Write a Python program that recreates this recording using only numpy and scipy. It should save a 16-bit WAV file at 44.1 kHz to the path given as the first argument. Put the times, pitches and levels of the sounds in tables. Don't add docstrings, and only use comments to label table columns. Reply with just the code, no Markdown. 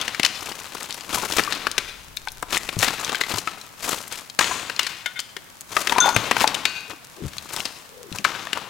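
import sys
import numpy as np
from scipy import signal
from scipy.fft import rfft, irfft
from scipy.io import wavfile
from scipy.ndimage import uniform_filter1d

SR = 44100
rng = np.random.default_rng(int(sys.argv[2]) if len(sys.argv) > 2 else 0)


def dump(signal):
    limited = np.clip(np.atleast_2d(signal).T, -1, 1)
    pcm = np.round(limited * 32767).astype(np.int16)
    wavfile.write(sys.argv[1], SR, pcm)


N = 383229



def amp(db):
    return 10 ** (np.asarray(db) / 20)


def unit(x):
    return x / np.sqrt(np.mean(x ** 2) + 1e-20)


def read(points, hz):
    f, value = np.transpose(points)
    return np.interp(np.log(hz + 1), np.log(f), value)


def add(mix, s, sound):
    part = mix[max(round(s * SR), 0):][:len(sound)]
    part += sound[:len(part)]


def bell(hz, centre_hz, octaves):
    return 1 / (1 + (np.log2((hz + 1) / centre_hz) / octaves) ** 2)


def click(gain):
    both_sides = np.r_[gain, gain[-2:0:-1]]
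    log_gain = np.log(np.maximum(both_sides, 1e-5))
    return np.fft.ifft(np.exp(np.conj(signal.hilbert(log_gain)))).real


def tint(x, points):
    taps = click(amp(read(points, np.fft.rfftfreq(2048, 1 / SR))))
    return unit(signal.oaconvolve(x, taps)[:N])


def stone(hz, centre_hz, octaves, ripple_db):
    ripple = np.tanh(unit(uniform_filter1d(rng.standard_normal(len(hz)), size=9)))
    return bell(hz, centre_hz, octaves) * amp(ripple_db * ripple * bell(hz, centre_hz, 0.97))


# (t/s, level/dB, centre f/Hz, weight of soil level/dB, capped at 0)
CHOPS = [(0.078, -11, 2570, 3), (0.145, -14.5, 2250, -23), (0.195, -6.5, 2400, 2), (0.23, -5, 2700, -32),
         (0.247, -0.5, 3020, -36), (0.26, -7.5, 2930, -36), (1.32, -12, 3760, 4), (1.3822, -4, 1410, -9),
         (1.392, -4, 1420, 4), (1.522, -9.5, 2660, -19), (1.667, -5.5, 1600, -6), (1.779, -4, 2740, -4.5),
         (2.425, -13, 870, -4), (2.567, -8, 1710, -5), (2.688, -11.5, 2110, 3), (2.827, -4, 1220, -33),
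         (2.879, -7.5, 2080, 0), (3.092, -12, 2570, 2), (3.145, -10, 1700, -40), (3.21, -5.5, 2380, -10),
         (3.382, -11, 5100, -2.5), (3.472, -14.5, 1660, -3), (4.389, -1, 1280, -23),
         (4.3885, -8.5, 6400, -28), (4.408, -4.5, 1400, -22), (4.696, -12.5, 1900, -3),
         (4.7916, -3, 2400, -29), (4.865, -11.5, 2720, -16), (5.059, -14, 2210, -31),
         (5.19, -12.5, 2860, -17), (5.365, -17.5, 1900, 2), (5.765, -1.5, 1160, -20), (5.87, -6, 2570, -4),
         (5.921, -5.5, 1020, -33), (5.981, -3, 1040, -31), (6.162, -0.5, 1560, 1), (6.31, -1.5, 1450, -4),
         (6.365, -6, 1480, -9), (6.416, -10.5, 1530, 3), (6.4405, -5, 900, -5), (6.474, -5.5, 3330, -5),
         (6.543, -9, 3530, -32), (6.652, -3, 2390, -13), (7.652, -11.5, 3500, -5), (8.242, -12, 2760, -22),
         (8.247, -0.5, 1580, -11.5), (8.529, -8, 2100, -7), (8.571, -14, 1070, -30)]


def chops(level_db=-5.5, rise_s=0.0023, t60_s=0.026, octaves=1.04, soil_hz=310, soil_db=2.0,
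          crumble_db=-22, crumble_t60_s=0.37, muffle_hz=9200, uneven_db=4.0):
    out, t = np.zeros(N), np.arange(8192) / SR
    hz = np.fft.rfftfreq(1024, 1 / SR)
    for s, db, centre_hz, weight_db in CHOPS:
        crack, crumble, size = rng.standard_normal((3, len(t)))
        envelope = np.clip(t / rise_s, 0, 1) ** 2 * amp(-60 * np.maximum(t - rise_s, 0) / t60_s)
        fractures = amp(uneven_db * unit(uniform_filter1d(size, size=24)))
        crumbs = amp(crumble_db - 60 * t / crumble_t60_s) * crumble * abs(size)
        burst = crack * envelope * fractures + crumbs
        muffle = np.hypot(1, (hz / muffle_hz) ** 2)
        crust = stone(hz, centre_hz, octaves, ripple_db=5) / muffle
        soil = amp(soil_db + min(weight_db, 0)) * bell(hz, soil_hz, 1)
        sound = signal.fftconvolve(burst, click(np.hypot(crust, soil)))
        loudness = np.linalg.norm(envelope) / np.linalg.norm(sound)
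        add(out, s, amp(db + level_db) * sound * loudness)
    return out


def ring(modes, contact_hz, octaves, rub):
    t = np.arange(SR // 2) / SR
    hz, db, t60 = np.transpose(modes)[:, :, None]
    start = 2 * np.pi * rng.random(hz.shape)
    wander = np.cumsum(rng.standard_normal((len(modes), len(t))), axis=1)
    phase = start + rub * np.sqrt(hz / hz.mean()) * wander
    strength = amp(db - 60 * t / t60) * bell(hz, contact_hz, octaves)
    partials = strength * np.sin(2 * np.pi * hz * t + phase)
    return partials.sum(0) * (1 - np.exp(-t / 0.00013))


# (t/s, level/dB, f/Hz that the contact favours, pitch factor from the load on the blade, how it rings)
CLANGS = [(1.78, -34, 2870, 0.9, "dull"), (4.39, -22.5, 7500, 0.97, "edge"),
          (4.794, -33.5, 2570, 1.0, "dull"), (5.059, -17.5, 1990, 0.98, "clear"),
          (6.653, -22.5, 3420, 1.0, "dull"), (8.251, -37, 5600, 0.85, "edge")]
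BLADES = {"dull": [(1510, 3, .55), (2500, 1, .55), (2760, -1, .45), (3880, -3, .35), (4450, 1, .4),
          (6400, -3, .25)], "clear": [(1507, -1, .17), (2196, 3, .08), (3192, -4, .12), (3634, 2, .11)],
          "edge": [(6240, -4, .6), (7080, 0, .8), (8200, -4, .75), (9060, -7, .7)]}


def blades(level_db=-6):
    out, rub = np.zeros(N), {"dull": .09, "clear": .06, "edge": .17}
    for s, db, contact_hz, pitch, blade in CLANGS:
        modes = np.multiply(BLADES[blade], [pitch, 1, 1])
        add(out, s, amp(db + level_db) * ring(modes, contact_hz, octaves=1.0, rub=rub[blade]))
    return out


# (t/s, level/dB, f/Hz that the contact favours)
CHIMES = [(6.003, -3.5, 6060), (6.008, -9, 1400), (6.022, -14.5, 3560), (6.146, -16.5, 6860)]
# (f/Hz, level/dB, t60/s)
SLAB = [(1437, -2.5, 0.42), (3561, 3, 0.22), (6290, 0.5, 0.075), (6450, -14, 0.4), (9650, -6, 0.06)]


def slab(level_db=-4):
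    out = np.zeros(N)
    for s, db, contact_hz in CHIMES:
        add(out, s, amp(db + level_db) * ring(SLAB, contact_hz, octaves=0.4, rub=0.05))
    return out


# (t/s, level/dB, centre f/Hz)
PEBBLES = [(0.014, -4.5, 3300), (0.52, -13, 2540), (0.83, -11.5, 7900), (0.9075, -8, 4260),
           (0.926, -10.5, 4120), (0.944, -10, 5500), (1.009, -13.5, 3780), (1.199, -24, 3000),
           (1.437, -5.5, 3900), (1.53, -7.5, 3600), (1.551, -8.5, 3500), (1.715, -5, 4800),
           (2.167, -14, 8900), (2.171, -6.5, 3520), (2.274, -11, 1170), (2.285, -10.5, 3220),
           (2.3193, -15, 8900), (2.4257, -11, 7550), (2.55, -12, 3000), (2.576, -1, 5000),
           (2.79, -1.5, 5260), (2.817, -7, 3600), (2.8287, -3, 3030), (3.047, -4.5, 4750),
           (3.121, -9, 3000), (3.155, -6.5, 3580), (3.237, -7, 1910), (3.614, -16.5, 4460),
           (4.299, -13, 3600), (4.079, -14, 11000), (3.892, -3, 8500), (4.427, -6, 2600),
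           (4.764, -10, 3500), (4.8317, -6, 4300), (5.202, -6, 5440), (5.609, -11, 6460),
           (5.896, -3.5, 2950), (6.091, -2.5, 4000), (7.383, -9, 3300), (7.536, -9.5, 7500),
           (7.564, -3.5, 4860), (7.604, -6, 3200), (8.1262, -12.5, 3360), (8.1859, -8, 3260),
           (8.471, -10, 1390)]


def pebbles(level_db=-5, octaves=1.38, chatter=0.094, chatter_t60_s=0.019):
    out, t, hz = np.zeros(N), np.arange(1500) / SR, np.fft.rfftfreq(1024, 1 / SR)
    for s, db, centre_hz in PEBBLES:
        snap = t == 0
        contact = snap + chatter * rng.standard_normal(len(t)) * amp(-60 * t / chatter_t60_s)
        two_stones = stone(hz, centre_hz, octaves, ripple_db=5.0) ** 2
        sound = signal.fftconvolve(contact, click(two_stones))
        add(out, s, amp(db + level_db) * sound / abs(sound).max())
    return out


def bumps(rows, rise_s, t60_s, sag, rough):
    out, t = np.zeros(N), np.arange(SR // 4) / SR
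    for s, db, hz in rows:
        turns = np.cumsum(hz * (1 + sag * (np.exp(-t / rise_s / 3) - .5))) / SR
        spread = bell(np.fft.rfftfreq(len(t), 1 / SR), hz, 1.0) ** 2
        earth_noise = unit(irfft(rfft(rng.standard_normal(len(t))) * spread, len(t)))
        envelope = (1 - np.exp(-(t / rise_s) ** 2)) * amp(-60 * t / t60_s)
        body = np.sin(2 * np.pi * turns) + rough * earth_noise
        add(out, s, amp(db) * envelope / envelope.max() * body)
    return out


# (t/s, level/dB, middle f/Hz of the sagging pitch)
KNOCKS = [(1.176, -24, 986), (1.476, -24, 1174), (3.474, -20.5, 1308), (4.512, -19.5, 1020),
          (5.924, -20, 964), (5.961, -18.5, 952), (5.985, -14.5, 1012), (6.043, -16.5, 966),
          (6.058, -14, 796), (6.079, -13.5, 867), (6.089, -16, 953), (6.4415, -14, 867)]


def knocks():
    return amp(4.0) * bumps(KNOCKS, rise_s=0.00035, t60_s=0.059, sag=0.0089, rough=0.31)


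# (t/s, level/dB, middle f/Hz of the sagging pitch)
THUDS = [(1.16, -45, 128), (1.39, -44, 128), (2.767, -30.5, 129), (3.338, -35.5, 127), (6.164, -31, 129),
         (7.221, -33, 135), (7.24, -35.5, 167), (7.255, -41, 91.5), (8.117, -39, 133), (8.19, -41.5, 228)]


def thuds():
    return amp(9.5) * bumps(THUDS, rise_s=0.0004, t60_s=0.12, sag=0.3, rough=0.91)


def grains(colour, per_s, spread_db, clump_db, wash):
    size = amp(spread_db * np.minimum(rng.exponential(1, N), 3.6))
    impacts = size * rng.choice([-1., 1.], N) * (rng.random(N) < per_s / SR)
    slow_noise = uniform_filter1d(uniform_filter1d(rng.standard_normal(N), size=400), size=200)
    clumps = amp(clump_db * unit(slow_noise))
    return tint((unit(impacts) + wash * rng.standard_normal(N)) * clumps, colour)


def gravel(per_s=160, spread_db=4.5, cycles=2.7, low_hz=900, high_hz=7500):
    out, t = np.zeros(N), np.arange(1024) / SR
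    chance = rng.random((N // 100, 3))
    for slot in np.flatnonzero(chance[:, 0] < per_s * N / SR / len(chance)):
        _, size, pitch = chance[slot]
        hz = low_hz * (high_hz / low_hz) ** pitch
        ping = np.sin(2 * np.pi * hz * t) * np.exp(-t * hz / cycles) * hz ** (1 / 4)
        gain = amp(spread_db * min(-np.log(size), 3))
        add(out, slot / len(chance) * N / SR, gain * ping)
    return unit(out)


def surge(peak_s, swell_s, t60):
    out, lead = np.zeros(N), min(np.pi * swell_s, peak_s)
    t = np.arange(-lead, t60, 1 / SR)
    level = np.where(t < 0, np.exp(-(t / swell_s) ** 2), amp(-60 * t / t60))
    add(out, peak_s - lead, level ** 2)
    return out


def clustering(per_s=90, burst_s=0.0021, share=0.71):
    t = np.arange(1024) / SR
    starts = 1. * (rng.random(N) < per_s / SR)
    bursts = abs(signal.oaconvolve(starts, t * np.exp(-t / burst_s))[:N])
    return 1 - share + share * bursts / bursts.mean()


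# (f/Hz, level/dB)
CRUMBS = [(35, -23), (95, -5), (300, 0), (600, -1.5), (1050, 2.5), (1500, -1.5), (2600, -52)]
GRIT = [(600, -7.5), (1400, 4.5), (2600, 7), (4200, 4), (6000, -6), (10000, -22)]
DUST = [(3000, 2.5), (6800, 6.5), (9000, 2), (12000, 0), (16000, -8)]


def texture(rows, lumpy, gravel_db=-5.5):
    flow, coarse, fine = np.zeros((3, N))
    for s, swell_s, db, t60, coarse_db, dust_db in rows:
        power = amp(db) ** 2 * surge(s, swell_s, t60)
        flow += power
        coarse += power * amp(coarse_db) ** 2
        fine += power * amp(dust_db) ** 2
    crumbs = grains(CRUMBS, per_s=450, spread_db=3.0, clump_db=2.8 * lumpy, wash=.5 / lumpy)
    grit = grains(GRIT, per_s=900, spread_db=3.8, clump_db=1.9 * lumpy, wash=.5 / lumpy)
    dust = grains(DUST, per_s=2200, spread_db=3.6, clump_db=1.6 * lumpy, wash=.65 / lumpy)
    mix = np.sqrt(coarse) * (crumbs + amp(gravel_db) * gravel())
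    mix += np.sqrt(flow) * grit + np.sqrt(fine) * dust
    return mix * unit(np.sqrt(clustering()) ** lumpy)


# (t/s, level/dB, t60/s, coarse layer against middle layer level/dB)
TAILS = [(0, -29.5, 0.88, -7.5), (0.239, -29.5, 0.24, -3.5), (1.508, -29.5, 0.75, -4.5),
         (1.78, -39.5, 1, -9), (2.828, -23, 0.4, -17), (3.481, -34, 0.28, -3.5), (4.405, -25.5, 1.2, -5),
         (4.799, -31.5, 0.77, -11.5), (5.9, -35.5, 1.7, 3.5), (6.16, -29.5, 1.7, -2.5),
         (6.47, -33.5, 1.02, 1), (7.655, -39.5, 0.35, -2), (8.257, -33, 1.22, -3),
         (8.551, -36.5, 0.56, 2.5)]


def tails(rise_s=0.0012, dust_db=-10.5):
    rows = [(s + rise_s, rise_s, db, t60, coarse_db, dust_db) for s, db, t60, coarse_db in TAILS]
    return texture(rows, lumpy=.5)


# (t/s at its height, swell/s, level/dB, t60/s,
# coarse crumbs against grit level/dB, fine dust against grit level/dB)
SWEEPS = [(.48, 0.096, -41.5, 0.81, 5, 4), (.77, 0.42, -41.5, 4, -1, 0),
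          (1.15, 0.038, -31.5, 1.14, 0.5, 2.5), (1.39, 0.07, -30, 0.44, -0.5, 2.5),
          (2.55, 0.039, -25.5, 0.17, -2.5, -1), (2.65, 0.043, -43.5, 4.5, 1.5, 2.5),
          (2.84, 0.045, -27.5, 0.37, -6.5, 3.5), (3.12, 0.2, -34.5, 1.5, -2, -5.5),
          (3.35, 0.066, -31.5, 0.31, -1, 0.5), (3.848, 0.0083, -27, 0.12, -6, 5),
          (3.925, 0.098, -33, 0.48, 0, 3.5), (4.127, 0.012, -32, 0.37, -5, 1.5),
          (5.79, 0.068, -34.5, 1.2, 1.5, 3.5), (6.07, 0.037, -30.5, 0.57, 4, -3),
          (6.43, 0.046, -24, 0.094, -6, -2), (6.917, 0.015, -36, 0.089, 2.5, -4),
          (7.4, 0.19, -44.5, 1.9, -2.5, 1), (7.57, 0.049, -37, 0.35, 1, 2),
          (8.17, 0.047, -42, 0.18, 4, 1.5)]


def sweeps():
    return texture(SWEEPS, lumpy=1)


# (t/s at which the swing ends, length/s, level/dB, starting f/Hz)
SWINGS = [(6.934, 0.068, -50, 430), (7.24, 0.083, -41, 366.5), (8.095, 0.23, -50, 489)]


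def swish(width_hz=90, sag=0.286, build_db=11, fade_s=0.0268):
    out, r = np.zeros(N), np.exp(-np.pi * width_hz / SR)
    for end, length, db, hz in SWINGS:
        t = np.arange(0, length + fade_s, 1 / SR)
        progress = np.minimum(t / length, 1)
        noise = rng.standard_normal(SR) + 1j * rng.standard_normal(SR)
        eddies = signal.lfilter([1], [1, -2 * r, r * r], noise)[-len(t):]
        turns = np.cumsum(hz * (1 - sag * progress ** 5)) / SR
        note = unit((eddies * np.exp(2j * np.pi * turns)).real)
        fades = np.clip(np.minimum(t, t[-1] - t) / fade_s, 0, 1)
        flutter = unit(abs(eddies[::-1]))
        add(out, end - length, amp(db + build_db * (progress - 0.5)) * fades * flutter * note)
    return out


def rock_face(x, delay_s=0.0972, t60_s=0.092):
    t = np.arange(SR // 2) / SR
    late = np.maximum(t - delay_s, 0)
    taps = rng.standard_normal(len(t)) * np.sqrt(late) * amp(-60 * late / t60_s)
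    return signal.fftconvolve(x, taps / np.linalg.norm(taps))[:N]


def clearing(x, per_s=2500, t60_s=1):
    t = np.arange(SR // 2) / SR
    tail = rng.standard_normal(len(t)) * (rng.random(len(t)) < per_s / SR) * amp(-60 * t / t60_s)
    delay = np.zeros(300)
    return signal.fftconvolve(x, np.r_[delay, tail / np.linalg.norm(tail)])[:N]


def stray_grit():
    return amp(-55) * grains(DUST, per_s=45, spread_db=4.5, clump_db=1.0, wash=0)


def wind(corner_hz=70, peak_s=2.2, width_s=0.81, level_db=-50.5):
    gust = np.exp(-((np.arange(N) / SR - peak_s) / width_s) ** 2)
    lowpass = signal.butter(2, corner_hz, fs=SR, output="sos")
    rumble = unit(signal.sosfilt(lowpass, rng.standard_normal(N)))
    return amp(level_db) * gust * rumble


# (f/Hz, level/dB)
FOREST = [(25, -7), (60, -3.5), (150, 3), (400, -4.5), (1000, -1), (5000, -10), (16000, -14)]


def forest_hiss():
    return amp(-47.0) * np.array([tint(rng.standard_normal(N), FOREST) for _ in range(2)])


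def scene(left_db=10):
    bites, steel, dull_tails = chops(), blades(), tails()
    blows = bites + steel + slab() + pebbles() + knocks() + thuds()
    echoes = rock_face(amp(-19) * bites + amp(-5) * steel + amp(-9) * dull_tails)
    echoes += amp(-15) * clearing(blows)
    work = blows + dull_tails + sweeps() + swish() + echoes + stray_grit() + wind()
    sides = amp([[left_db], [0]])
    return work * sides / sides.mean() + forest_hiss()


def record(dry, edge_hz=16000):
    clipped = np.clip(dry, -1, 1)
    lowpass = signal.firwin(401, edge_hz, window=("kaiser", 8), fs=SR)
    return signal.oaconvolve(clipped, lowpass[None], "same")


dry = scene()
out = record(dry)
dump(out)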